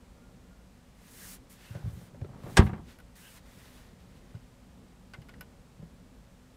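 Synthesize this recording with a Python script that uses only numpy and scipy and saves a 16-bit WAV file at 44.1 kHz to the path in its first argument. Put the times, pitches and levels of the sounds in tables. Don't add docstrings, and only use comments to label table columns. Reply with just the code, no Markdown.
import sys
import numpy as np
from scipy import signal
from scipy.fft import rfft, irfft, next_fast_len
from scipy.io import wavfile
from scipy.ndimage import map_coordinates

SR = 44100
rng = np.random.default_rng(int(sys.argv[2]) if len(sys.argv) > 2 else 0)


def log_audio(samples):
    frames = np.atleast_2d(samples).T
    limited = np.clip(frames, -1, 1)
    pcm = np.round(limited * 32767).astype(np.int16)
    wavfile.write(sys.argv[1], SR, pcm)


N = 289398

# pitch_hz, level_db, fade_s
LID_TONES = [(289, -13, .22), (348, -14, .2), (389, -9, .17), (446, -10, .16), (560, -13, .18),
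             (757, -2.5, .14), (826, -14, .14), (947, -4, .12), (1035, -8.5, .13), (1114, -8, .13),
             (1163, -9.5, .12), (1289, -14, .13), (1597, -5, .08), (1637, -6, .09), (1750, -16, .1),
             (1832, -11, .11), (1902, -7, .11), (2078, -7, .09), (2132, -14, .1), (2439, -14, .09),
             (2689, -15, .1), (3010, -16, .08), (3269, -12, .08), (3397, -15, .08), (3650, -17, .08),
             (5070, -14, .06), (5520, -15, .05), (7840, -16, .05), (8590, -14, .055)]
# pitch_hz, level_db, fade_s
LID_CLATTER = [(198, -16, 0.29), (248, -27.5, 0.12), (390, -12.5, .1), (620, -24.5, 0.11),
               (800, -13.5, 0.096), (1310, -17.5, .09), (1850, -11.5, 0.068), (2530, -19, 0.12),
               (3300, -18, 0.12), (5500, -15.5, 0.07), (8590, -17, 0.074), (10750, -25, .055),
               (15230, -23.5, .06)]


def amp(db):
    return 10 ** (np.asarray(db) / 20)


def unit(x):
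    return x / np.sqrt(np.mean(x ** 2) + 1e-20)


def along(points, hz):
    pitches, values = np.transpose(points)
    return np.interp(np.log(hz + 1), np.log(pitches + 1), values)


def wobble(rate):
    points = rng.standard_normal(int(N * rate / SR) + 4)
    return map_coordinates(points, [np.arange(N) * rate / SR])


def filtered(x, response):
    size = next_fast_len(x.shape[-1] + 8192)
    hz = np.fft.rfftfreq(size, 1 / SR)
    return irfft(rfft(x, size) * response(hz), size)[..., :x.shape[-1]]


def add(track, start_s, sound):
    part = track[round(start_s * SR):][:len(sound)]
    part += sound[:len(part)]


def gesture(start_s, rise_s, hold_s, fall_s):
    t = np.arange(N) / SR - start_s
    return np.clip(np.minimum(t / rise_s, (rise_s + hold_s + fall_s - t) / fall_s), 0, 1)


def ring(tones, scatter_db, detune=0, swell_cycles=0):
    t = np.arange(SR * 3 // 4) / SR
    hz, db, fade_s = np.transpose(tones)[:, :, None]
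    strength, drift = rng.standard_normal((2, len(tones), 1))
    swell = 1 - np.exp(-hz * t / (swell_cycles + 1e-9))
    fade = np.exp(-np.log(1000) * t / fade_s)
    waves = np.sin(2 * np.pi * hz * (1 + detune * drift) * t)
    return np.sum(amp(db + scatter_db * strength) * swell * fade * waves, axis=0)


def burst(bands):
    t = np.arange(SR * 3 // 4) / SR
    hz, db, fade_s = np.transpose(bands)[:, :, None]
    edges = np.log(np.r_[hz[0] / 2, hz[:, 0], hz[-1] * 2])
    split = lambda f: np.array([np.interp(np.log(f + 1), edges, row) for row in np.eye(len(edges))[1:-1]])
    noise = filtered(rng.standard_normal(len(t)), split)
    noise /= noise.std(axis=1, keepdims=True)
    swell = 1 - np.exp(-2 * hz * t)
    fade = np.exp(-np.log(1000) * t / fade_s)
    return np.sum(amp(db) * swell * fade * noise, axis=0)


def dulled(x, cutoff_hz):
    return signal.lfilter(*signal.butter(3, min(cutoff_hz, SR * .45), fs=SR), x)


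def friction(colour, grain_db, uneven_db):
    slips = rng.standard_normal(N) * amp(grain_db * wobble(900) + uneven_db * wobble(35))
    return unit(filtered(slips, lambda hz: amp(along(colour, hz))))


def cabin(level_db=-55.0, hiss_db=3.5, sway_db=1.4, split_hz=900):
    # pitch_hz, level_db
    colour = [(12, -31), (20, -6.5), (49, -0.5), (85, -5), (109, -3), (144, -5), (180, -5), (252, -7.5),
              (315, -16.5), (565, -20.5), (686, -19.5), (1410, -27.5), (1820, -30), (8170, -39),
              (15500, -46.5)]
    # pitch_hz, width_hz, boost_db
    peaks = [(55.7, 13.5, 5.5), (186, 13, 5.5), (250.6, 15.6, 4.5), (359, 18, 4.5), (478, 114, 6),
             (560, 15, -1), (7850, 1400, 2)]
    boost_db = lambda hz: sum(db / (1 + (2 * (hz - centre) / width) ** 2) for centre, width, db in peaks)
    air = unit(filtered(rng.standard_normal(N), lambda hz: amp(along(colour, hz) + boost_db(hz))))
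    rumble = filtered(air, lambda hz: 1 / (1 + (hz / split_hz) ** 4))
    hiss = air - rumble
    return amp(level_db) * (amp(hiss_db) * hiss + rumble * amp(sway_db * wobble(3.75)))


def hum(flutter_db=2.2, wander_rad=0.99):
    # pitch_hz, level_db
    tones = [(54, -70.5), (183, -73), (250, -73.5), (560, -76)]
    t = np.arange(N) / SR
    out = np.zeros(N)
    for hz, db in tones:
        flutter = amp(flutter_db * wobble(14))
        tone = np.sin(2 * np.pi * hz * t + wander_rad * wobble(12))
        out += amp(db) * unit(flutter * tone)
    return out


def whistle(pitch_hz=1410, level_db=-73, flutter_db=5, wander_rad=0.74):
    tone = np.sin(2 * np.pi * pitch_hz * np.arange(N) / SR + wander_rad * wobble(31))
    swell = gesture(start_s=0.13, rise_s=.04, hold_s=0.14, fall_s=.5)
    return amp(level_db + flutter_db * wobble(30)) * swell * tone


def sleeve(swish_power=1.86, drag_power=0.97):
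    # start_s, speed_up_s, steady_s, slow_down_s, swish_db, drag_db
    strokes = [(.92, .35, 0.074, 0.046, -48.5, -57), (1.492, .008, 0.029, 0.066, -57.5, -67),
               (1.51, 0.11, 0.11, 0.16, -65.5, -61), (1.76, 0.15, 0.15, .07, -65.5, -65.5),
               (2.33, 0.18, 0.15, 0.063, -60.5, -60), (2.82, 0.092, .01, 0.064, -68, -60),
               (3.15, 0.0076, 0.22, 0.034, -59.5, -60), (3.39, 0.12, .27, 0.18, -66, -61.5),
               (3.87, .15, .25, .45, -86, -70)]
    # pitch_hz, level_db
    swish_colour = [(500, -22), (1100, -4), (1800, -5.5), (3500, -3.5), (6000, 1), (9000, 3), (12000, 1),
                    (15500, -0.5)]
    # pitch_hz, level_db
    drag_colour = [(300, -8), (750, -4.5), (1150, -3.5), (1600, -0.5), (2000, 1), (2400, -3), (2900, -3.5),
                   (3800, -4.5), (7000, -12), (15000, -19)]
    swish = sum(amp(db) * gesture(*timing) ** swish_power for *timing, db, _ in strokes)
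    drag = sum(amp(db) * gesture(*timing) ** drag_power for *timing, _, db in strokes)
    swish *= friction(swish_colour, grain_db=1.0, uneven_db=0.2)
    drag *= friction(drag_colour, grain_db=1.0, uneven_db=1.5)
    return swish + drag


def squeaks(roughness=0.067):
    # start_s, length_s, first_hz, last_hz, level_db
    slides = [(1.188, 0.084, 1900, 1664, -54), (1.581, 0.19, 2830, 2710, -60.5),
              (1.64, 0.23, 1520, 1510, -60), (3.199, 0.12, 1600, 1604, -60), (3.2, 0.133, 2810, 2990, -58),
              (5.334, 0.017, 2320, 1420, -52.5)]
    out = np.zeros(N)
    for start_s, length_s, first_hz, last_hz, db in slides:
        n = int(length_s * SR)
        hz = np.geomspace(first_hz, last_hz, n) * (1 + roughness * wobble(476)[:n])
        tone = np.sin(2 * np.pi * np.cumsum(hz) / SR)
        add(out, start_s, amp(db) * np.hanning(n) * tone)
    return out


def hinge(speed_power=1.74):
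    # start_s, speed_up_s, steady_s, slow_down_s, level_db
    swings = [(1.58, .17, 0.084, .5, -54), (2.1, .25, 0.44, .12, -51.5), (2.425, .05, 0.0085, .06, -47)]
    # pitch_hz, level_db
    colour = [(30, -19), (90, 6.5), (170, 3.5), (280, -2), (550, -9), (820, -7.5), (1300, -16), (3000, -31),
              (8000, -56)]
    loudness = sum(amp(db) * gesture(*timing) ** speed_power for *timing, db in swings)
    return loudness * friction(colour, grain_db=3, uneven_db=0.5)


def nudges(per_second=25, push_hz=149, tap_db=-16.5, spread_db=5):
    # start_s, length_s, level_db
    fumbles = [(1.68, .15, -44.5), (2.1, .2, -42.5), (2.43, .09, -46), (5.14, .04, -43.5),
               (5.77, .09, -45.5)]
    rows = []
    for start_s, length_s, db in fumbles:
        count = max(1, round(length_s * per_second))
        for k, (early, strength) in enumerate(rng.uniform(-1, 1, (count, 2))):
            touch_s = start_s + length_s * (k + .5 - .5 * early) / count
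            thump_db = db + spread_db * strength
            rows.append((touch_s, thump_db, push_hz, thump_db + tap_db))
    return rows


def bumps(press_delay_s=0.00726):
    # start_s, thump_db, push_hz, tap_db
    touches = [(1.702, -36.5, 128, -65), (1.7507, -31.5, 131, -39.5), (1.783, -47, 130, -49),
               (1.837, -30, 85.3, -68), (1.853, -31, 130, -50.5), (1.871, -32.5, 94, -60),
               (1.926, -34.5, 84.5, -62), (1.967, -37, 135, -66), (2.013, -42.5, 150, -52),
               (2.146, -48, 170, -51), (2.214, -30.5, 111, -43.5), (2.246, -39.5, 115, -45),
               (2.435, -42, 150, -50), (2.465, -49.5, 150, -44.5), (2.516, -36, 150, -55),
               (4.342, -36.5, 128, -54), (5.824, -39.5, 169, -54)]
    # pitch_hz, level_db, fade_s
    padding_tones = [(84, 2.5, 0.077), (114, 0, 0.13), (151.7, -5, 0.2), (185, -6.5, 0.056)]
    # pitch_hz, level_db, fade_s
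    tap_bands = [(224.6, -19, 0.035), (390, -2.5, 0.094), (570, -2.5, 0.028), (740, -14, 0.039),
                 (1090, -13, 0.066), (3000, -19, .04), (7900, -35, .04)]
    # pitch_hz, level_db, fade_s
    panel_tones = [(375, -11.5, 0.075), (565, -1.5, 0.07)]
    out = np.zeros(N)
    for start_s, thump_db, push_hz, tap_db in touches + nudges():
        push_filter = signal.butter(2, [push_hz / np.sqrt(2), push_hz * np.sqrt(2)], "band", fs=SR)
        thump = signal.lfilter(*push_filter, ring(padding_tones, scatter_db=1.0, detune=0.062))
        tap = burst(tap_bands) + ring(panel_tones, scatter_db=2.5, detune=0.0034)
        push_s = start_s + press_delay_s - .5 / push_hz
        add(out, push_s, amp(thump_db) * thump)
        add(out, start_s, amp(tap_db) * tap)
    return out


def latch(snap_s=2.5697, snap_db=-13.5, bright_hz=12700, gap_s=.0024, loss_db=4, dulling=0.54):
    out = np.zeros(N)
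    graze = dulled(burst(LID_CLATTER), bright_hz)
    add(out, snap_s - .0055, amp(-39.5) * graze)
    for k in range(4):
        hit = dulled(burst(LID_CLATTER), bright_hz * dulling ** k)
        add(out, snap_s + k * gap_s, amp(snap_db - k * loss_db) * hit)
    ringing = ring(LID_TONES, scatter_db=.7, swell_cycles=3)
    add(out, snap_s + .0025, amp(-15.5) * ringing)
    return out


def thud(boom_db=-2, pull_db=1.0, leak_hz=38):
    # start_s, level_db
    landings = [(2.5745, -22.5), (2.5929, -0.5), (2.73, -27.5), (2.796, -31.5)]
    # pitch_hz, level_db, fade_s
    box_tones = [(63, -25, .42), (67, -28.5, .45), (79, -14.5, .2), (97.4, -11.5, .19), (125, -21.5, .36),
                 (160, -27, .45), (173, -7.5, .042), (209.5, -17, .2), (295, -20, .085), (345, -26, .08)]
    # pitch_hz, level_db, fade_s
    boom_bands = [(60, -39, 0.28), (120, -29, 0.4), (201, -41, 0.75), (255, -52, .4), (350, -40.5, 0.47),
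                  (620, -59, .3), (850, -58, 0.45), (2500, -72, 0.295)]
    out = np.zeros(N)
    for start_s, db in landings:
        pull = -ring(box_tones, scatter_db=.3)
        add(out, start_s, amp(db) * (amp(boom_db) * burst(boom_bands) + amp(pull_db) * pull))
    return signal.lfilter(*signal.butter(2, leak_hz, "high", fs=SR), out)


def lid_rattle(ring_db=-13.5):
    # start_s, level_db, brightness_hz
    knocks = [(2.5818, -12.5, 950), (2.5921, -15, 1290), (2.5996, -18.5, 1400), (2.616, -24, 1690),
              (2.6662, -32.5, 2800), (2.692, -30.5, 1410), (2.7324, -34.5, 2000), (2.778, -42, 1500)]
    out = np.zeros(N)
    for start_s, db, bright_hz in knocks:
        ringing = amp(ring_db) * ring(LID_TONES, scatter_db=.7, swell_cycles=3)
        add(out, start_s, amp(db) * dulled(ringing + burst(LID_CLATTER), bright_hz))
    return out


def clicks(ring_db=-2):
    # start_s, body_db, tick_db
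    hits = [(2.591, -60, -45), (2.66, -52.5, -55), (2.987, -55, -57), (3.001, -57, -57), (4.351, -57, -78),
            (5.1356, -42.5, -69), (5.142, -47, -72), (5.218, -54, -62), (5.286, -52.5, -64),
            (5.2923, -49, -63), (5.339, -54.5, -78), (5.4093, -42.5, -40)]
    # pitch_hz, level_db, fade_s
    trim_tones = [(1090, -9.5, 0.045), (1430, -8.5, 0.042), (1484, -1.5, 0.064), (1964, -6, 0.058),
                  (2296, -11, 0.035), (2916, -13, 0.067), (5000, -10, 0.035)]
    # pitch_hz, level_db, fade_s
    snap_bands = [(595, -13, 0.11), (1600, -8, 0.074), (3000, -13, 0.076), (4960, -16.5, 0.046),
                  (9000, -22.5, .05)]
    # pitch_hz, level_db, fade_s
    tick_bands = [(5170, -13, .02), (8850, -21, 0.014), (11500, -5, 0.0122), (14000, -15, 0.041)]
    # pitch_hz, level_db, fade_s
    metal_tones = [(10470, -1.5, .012), (11800, -13.5, 0.064), (11840, -10, 0.024), (13900, -5.5, .012)]
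    out = np.zeros(N)
    for start_s, body_db, tick_db in hits:
        ringing = amp(ring_db) * ring(trim_tones, scatter_db=4.5, detune=0.025, swell_cycles=1.0)
        body = ringing + burst(snap_bands)
        tick = burst(tick_bands) + ring(metal_tones, scatter_db=0.5, detune=0.0056)
        add(out, start_s, amp(body_db) * body + amp(tick_db) * tick)
    return out


def scene():
    shutting = latch() + lid_rattle() + thud() + clicks()
    rubbing = sleeve() + hinge() + squeaks()
    background = cabin() + hum() + whistle()
    return (shutting + rubbing + background + bumps())[None]


def record(dry, top_hz=15650):
    return filtered(np.clip(dry, -1, 1), lambda hz: 1 / (1 + (hz / top_hz) ** 160))


dry = scene()
out = record(dry)
log_audio(out)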